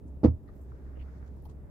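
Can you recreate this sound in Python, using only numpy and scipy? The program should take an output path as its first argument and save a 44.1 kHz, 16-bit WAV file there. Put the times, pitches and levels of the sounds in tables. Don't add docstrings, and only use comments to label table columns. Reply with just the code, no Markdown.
import sys
import numpy as np
from scipy import signal
from scipy.io import wavfile

SR = 44100
rng = np.random.default_rng(int(sys.argv[2]) if len(sys.argv) > 2 else 0)


def boost_factor(decibels):
    exponent = np.asarray(decibels, float) / 20
    return 10 ** exponent


def wav_out(sig):
    wavfile.write(sys.argv[1], SR, np.round(np.clip(np.atleast_2d(sig).T, -1, 1) * 32767).astype(np.int16))


N = 74970


def rms_one(x):
    return x / np.sqrt(np.mean(x ** 2) + 1e-20)


def in_time(points):
    seconds, db = np.transpose(points)
    return np.interp(np.arange(N) / SR, seconds, db)


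def at_hz(points, hz):
    point_hz, value = np.transpose(points)
    return np.interp(np.log(hz), np.log(point_hz), value)


def pan(db):
    return boost_factor(np.array([[db / 2], [-db / 2]]))


def band(x, low_hz, high_hz):
    sos = signal.butter(2, [low_hz, min(high_hz, .45 * SR)], "band", fs=SR, output="sos")
    return signal.sosfilt(sos, x)


def cut(x, hz, kind):
    return signal.sosfilt(signal.butter(3, hz, kind, fs=SR, output="sos"), x)


def drift(rate_hz):
    pole = np.exp(-2 * np.pi * rate_hz * 40 / SR)
    noise = rng.standard_normal(N // 40 + 2002)
    slow = signal.lfilter([1], [1, -2 * pole, pole * pole], noise)[2000:]
    return np.interp(np.arange(N) / 40, np.arange(len(slow)), rms_one(slow))


def ring(x, hz, t60):
    decay = boost_factor(-60 / (t60 * SR))
    turn = 2 * np.pi * hz / SR
    return signal.lfilter([0, np.sin(turn)], [1, -2 * decay * np.cos(turn), decay * decay], x + 1e-18)


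def banded_noise(spectrum, patchy_db):
    # frequency in Hz, left-right correlation (no unit).
    alike_curve = [(30, 0.25), (60, 0.63), (290, 0.87), (640, 0.23), (1400, 0.013)]
    # frequency in Hz, left minus right in dB.
    balance_curve = [(60, 2.5), (1000, -2), (4000, 2)]
    edges = 20 * 2 ** np.arange(0, 10.1, .5)
    white = rng.standard_normal((2, 2, N + SR // 2))
    out = 0
    for k, (low, high) in enumerate(zip(edges, edges[1:])):
        mid, side = band(white[k % 2], low, high)[:, SR // 2:]
        hz = np.sqrt(low * high)
        alike = np.clip(at_hz(alike_curve, hz), -1, 1)
        stereo = np.sqrt(1 + alike) * mid + np.sqrt(1 - alike) * side * [[1], [-1]]
        level_db = at_hz(spectrum, hz) + patchy_db * drift(3.6)
        out = out + boost_factor(level_db) * pan(at_hz(balance_curve, hz)) * stereo
    return rms_one(out)


def grains():
    grains_per_s, spread_db = 4600, 3.5
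    size_db = spread_db * np.minimum(rng.exponential(1, (2, N)), 4)
    clicks = boost_factor(size_db) * rng.choice([-1, 1], (2, N))
    return rms_one(clicks * (rng.random((2, N)) < grains_per_s / SR))


def struck(contacts, modes, low_cut_hz):
    ear_spread_db = .5
    t = np.arange(N) / SR
    push = np.zeros(N)
    for s, db, width_ms in contacts:
        sigma = width_ms / 4000
        push += boost_factor(db) * np.exp(-.5 * ((t - s) / sigma) ** 2) / (sigma * SR * np.sqrt(2 * np.pi))
    body = np.zeros((2, N))
    for hz, db, t60, left_minus_right_db in modes:
        ear_gain = boost_factor(db + rng.normal(0, ear_spread_db, (2, 1))) * pan(left_minus_right_db)
        body += ring(push, hz, t60) * ear_gain
    return cut(body, low_cut_hz, "high")


def shuffle(level, low_hz, high_hz, patchy_db):
    grain = band(grains(), low_hz, high_hz)
    grain = cut(cut(grain, high_hz, "low"), high_hz, "low")
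    return boost_factor(in_time(level) + patchy_db * drift(9.2)) * rms_one(grain)


def room():
    # frequency in Hz, relative level per Hz in dB.
    room_spectrum = [(12, -42), (25, -1.5), (47, -3), (70, -0.5), (90, -6), (116, -7.5), (405, -17),
                     (688, -27.5), (1720, -53.5), (2150, -53), (4500, -62), (7000, -58.5), (15600, -58)]
    return boost_factor(-48) * banded_noise(room_spectrum, patchy_db=0.2)


def hum():
    # time in seconds, level in dB.
    hum_level = [(0, -49), (.17, -43.5), (.5, -51.5), (.72, -43), (.78, -49.5), (.99, -42), (1.09, -46.5),
                 (1.35, -46), (1.7, -49.5)]
    # multiple of the pitch (no unit), relative level in dB.
    hum_orders = [(1, -0.5), (2, -15), (3, -25), (4, -23.5)]
    pitch_hz = 67.05 + 1.4 * drift(2.5)
    phase = np.pi / 2 + 2 * np.pi * np.cumsum(pitch_hz) / SR
    tone = np.zeros(N)
    for order, db in hum_orders:
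        flutter_db = 2.27 * np.sqrt(order) * drift(9)
        tone += boost_factor(db + flutter_db) * np.cos(order * phase)
    return np.sqrt(2) * boost_factor(in_time(hum_level)) * tone * pan(-3)


def bedding():
    # time in seconds, level in dB.
    stir_level = [(.4, -109), (.46, -73), (.6, -77.5), (.72, -71.5), (.97, -68.5), (1.1, -69),
                  (1.25, -69.5), (1.35, -78), (1.7, -75)]
    return shuffle(stir_level, low_hz=700, high_hz=2150, patchy_db=1.5)


def cloth():
    # time in seconds, level in dB.
    cloth_level = [(0.4, -100), (.5, -85), (.66, -88), (.8, -83.5), (1.1, -85), (1.3, -87.5), (1.52, -86.5),
                   (1.58, -100)]
    return shuffle(cloth_level, low_hz=2500, high_hz=8000, patchy_db=2)


def rustles():
    # middle in seconds, length in seconds, level in dB, centre in Hz, width in octaves.
    rustle_rows = [(0.082, .05, -81.5, 7440, 1.24), (.489, 0.025, -64.5, 1875, 0.2),
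                   (0.49, 0.026, -79, 4000, 0.6), (0.603, 0.15, -79, 13200, .7),
                   (0.62, 0.13, -84, 7350, 0.64), (0.968, 0.022, -73.5, 2500, 0.6),
                   (1.008, 0.041, -64.5, 2500, 0.81), (1.028, 0.041, -83, 4460, 0.15),
                   (1.168, 0.045, -79, 4640, 1.5), (1.157, .025, -87, 5700, 0.18),
                   (1.274, 0.027, -72, 4370, 1.7), (1.262, 0.036, -86, 5500, 0.17),
                   (1.377, .035, -78, 12000, 2.6), (1.38, 0.038, -64, 883, 0.6),
                   (1.455, 0.038, -71, 12400, .7), (1.459, 0.017, -73, 3650, 1.5),
                   (1.504, 0.029, -66, 1040, 0.53), (1.505, 0.028, -71.5, 4120, 2.5)]
    t = np.arange(N) / SR
    grain = grains() * boost_factor(3.5 * drift(39))
    out = np.zeros((2, N))
    for s, length, db, hz, octaves in rustle_rows:
        low, high = hz * 2 ** (-octaves / 2), hz * 2 ** (octaves / 2)
        swell = np.exp(-np.abs(2 * (t - s) / length) ** np.where(t < s, 4, 2))
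        out += boost_factor(db) * swell * rms_one(band(band(grain, low, high), low, high))
    return out


def ticks():
    # start in seconds, level of a touch in dB, pitch in Hz, t60 in seconds.
    tick_rows = [(0.344, -69, 12900, 0.0045), (0.432, -68.5, 12000, 0.0015), (.488, -56.5, 1210, 0.018),
                 (.593, -49, 700, 0.0048), (0.717, -51.5, 1260, 0.01), (.970, -45, 544, 0.037),
                 (1.226, -44.5, 1200, 0.0026), (1.422, -61.5, 11100, 0.0018), (1.454, -51.5, 900, 0.015),
                 (1.463, -51, 785, 0.011), (1.497, -60, 890, 0.0087)]
    run_s = .004
    out = np.zeros((2, N))
    for s, db, hz, t60 in tick_rows:
        touch_s = s + (np.arange(4) + rng.random((2, 4))) * run_s / 4
        click = np.zeros((2, N))
        click[[[0], [1]], (touch_s * SR).astype(int)] = boost_factor(db)
        out += band(ring(click, hz, t60), hz * .6, hz * 1.6)
    return out


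def crunch():
    # frequency in Hz, relative level per Hz in dB.
    crunch_spectrum = [(470, -29), (800, 0), (1490, -17.5), (2270, -22.5), (3680, -47), (4650, -28.5),
                       (15500, -88)]
    start_s, rise_s, hold_s, t60_s = 0.2315, 0.014, 0.0063, 0.1
    age = np.arange(N) / SR - start_s
    rise = np.clip(age / rise_s, 0, 1)
    fall = boost_factor(-60 * np.maximum(age - rise_s - hold_s, 0) / t60_s)
    return boost_factor(-34.5) * rise * fall * banded_noise(crunch_spectrum, patchy_db=2.5)


def floor_boards():
    # time in seconds, level in dB, contact width in ms
    thumps = [(.2465, -24, -1), (.2545, -32, 1.5), (.2785, -19.5, 4.5), (.316, -34, 3)]
    # frequency in Hz, level in dB, t60 in seconds, left minus right in dB.
    board_modes = [(80, 2.5, 0.2, -2.5), (114.5, 2.5, 0.16, -3.5), (238, -6.5, 0.093, 2)]
    return struck(thumps, board_modes, low_cut_hz=52)


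def panel_knock():
    # time in seconds, level in dB, contact width in ms (negative = pull).
    knocks = [(.054, -32, 3), (.0612, -33.5, 3.5), (.2335, -20, 1.2), (0.2376, -20, -0.95),
              (.2436, -12, 1.8), (.2474, -6, 1.33), (.2565, -7.5, 2.5)]
    # frequency in Hz, level in dB, t60 in seconds, left minus right in dB.
    panel_modes = [(203.6, -28.5, 0.15, 4.5), (250.8, -15.5, 0.14, -3), (309.3, -1, 0.046, 0.5),
                   (405, -15.5, 0.093, -7), (454, -16, 0.087, -5), (491.4, -8.5, 0.089, -10.5),
                   (622, -12.5, 0.1, 0.5), (817.4, -12, 0.049, -8.5), (994, -15.5, 0.042, 9),
                   (1130, -21.5, 0.098, -15.5), (1310, -12, 0.088, -6)]
    return struck(knocks, panel_modes, low_cut_hz=65)


def stall(x):
    t60_s, wall_hz = 0.15, 2500
    dull = np.exp(-2 * np.pi * wall_hz / SR)
    lags = (np.geomspace(.009, .029, 12) * SR).astype(int)
    out = np.zeros((2, N))
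    for k, lag in enumerate(lags):
        gain = boost_factor(-60 * lag / SR / t60_s)
        loop, state = x.copy(), [0.]
        for i in range(lag, N, lag):
            back, state = signal.lfilter([gain * (1 - dull)], [1, -dull], loop[i - lag:i], zi=state)
            loop[i:i + lag] += back[:N - i]
        out[k % 2] += (loop - x) * (-1) ** (k // 2)
    return out


def scene():
    background = room() + hum() + bedding() + cloth()
    near = rustles() + ticks() + crunch() + floor_boards() + panel_knock()
    echoes = boost_factor(-18.5) * stall(near.mean(axis=0))
    return background + near + echoes


def band_limit(x):
    return signal.sosfilt(signal.butter(12, 15720, fs=SR, output="sos"), x)


def record(dry):
    return band_limit(dry)


dry = scene()
out = record(dry)
wav_out(out)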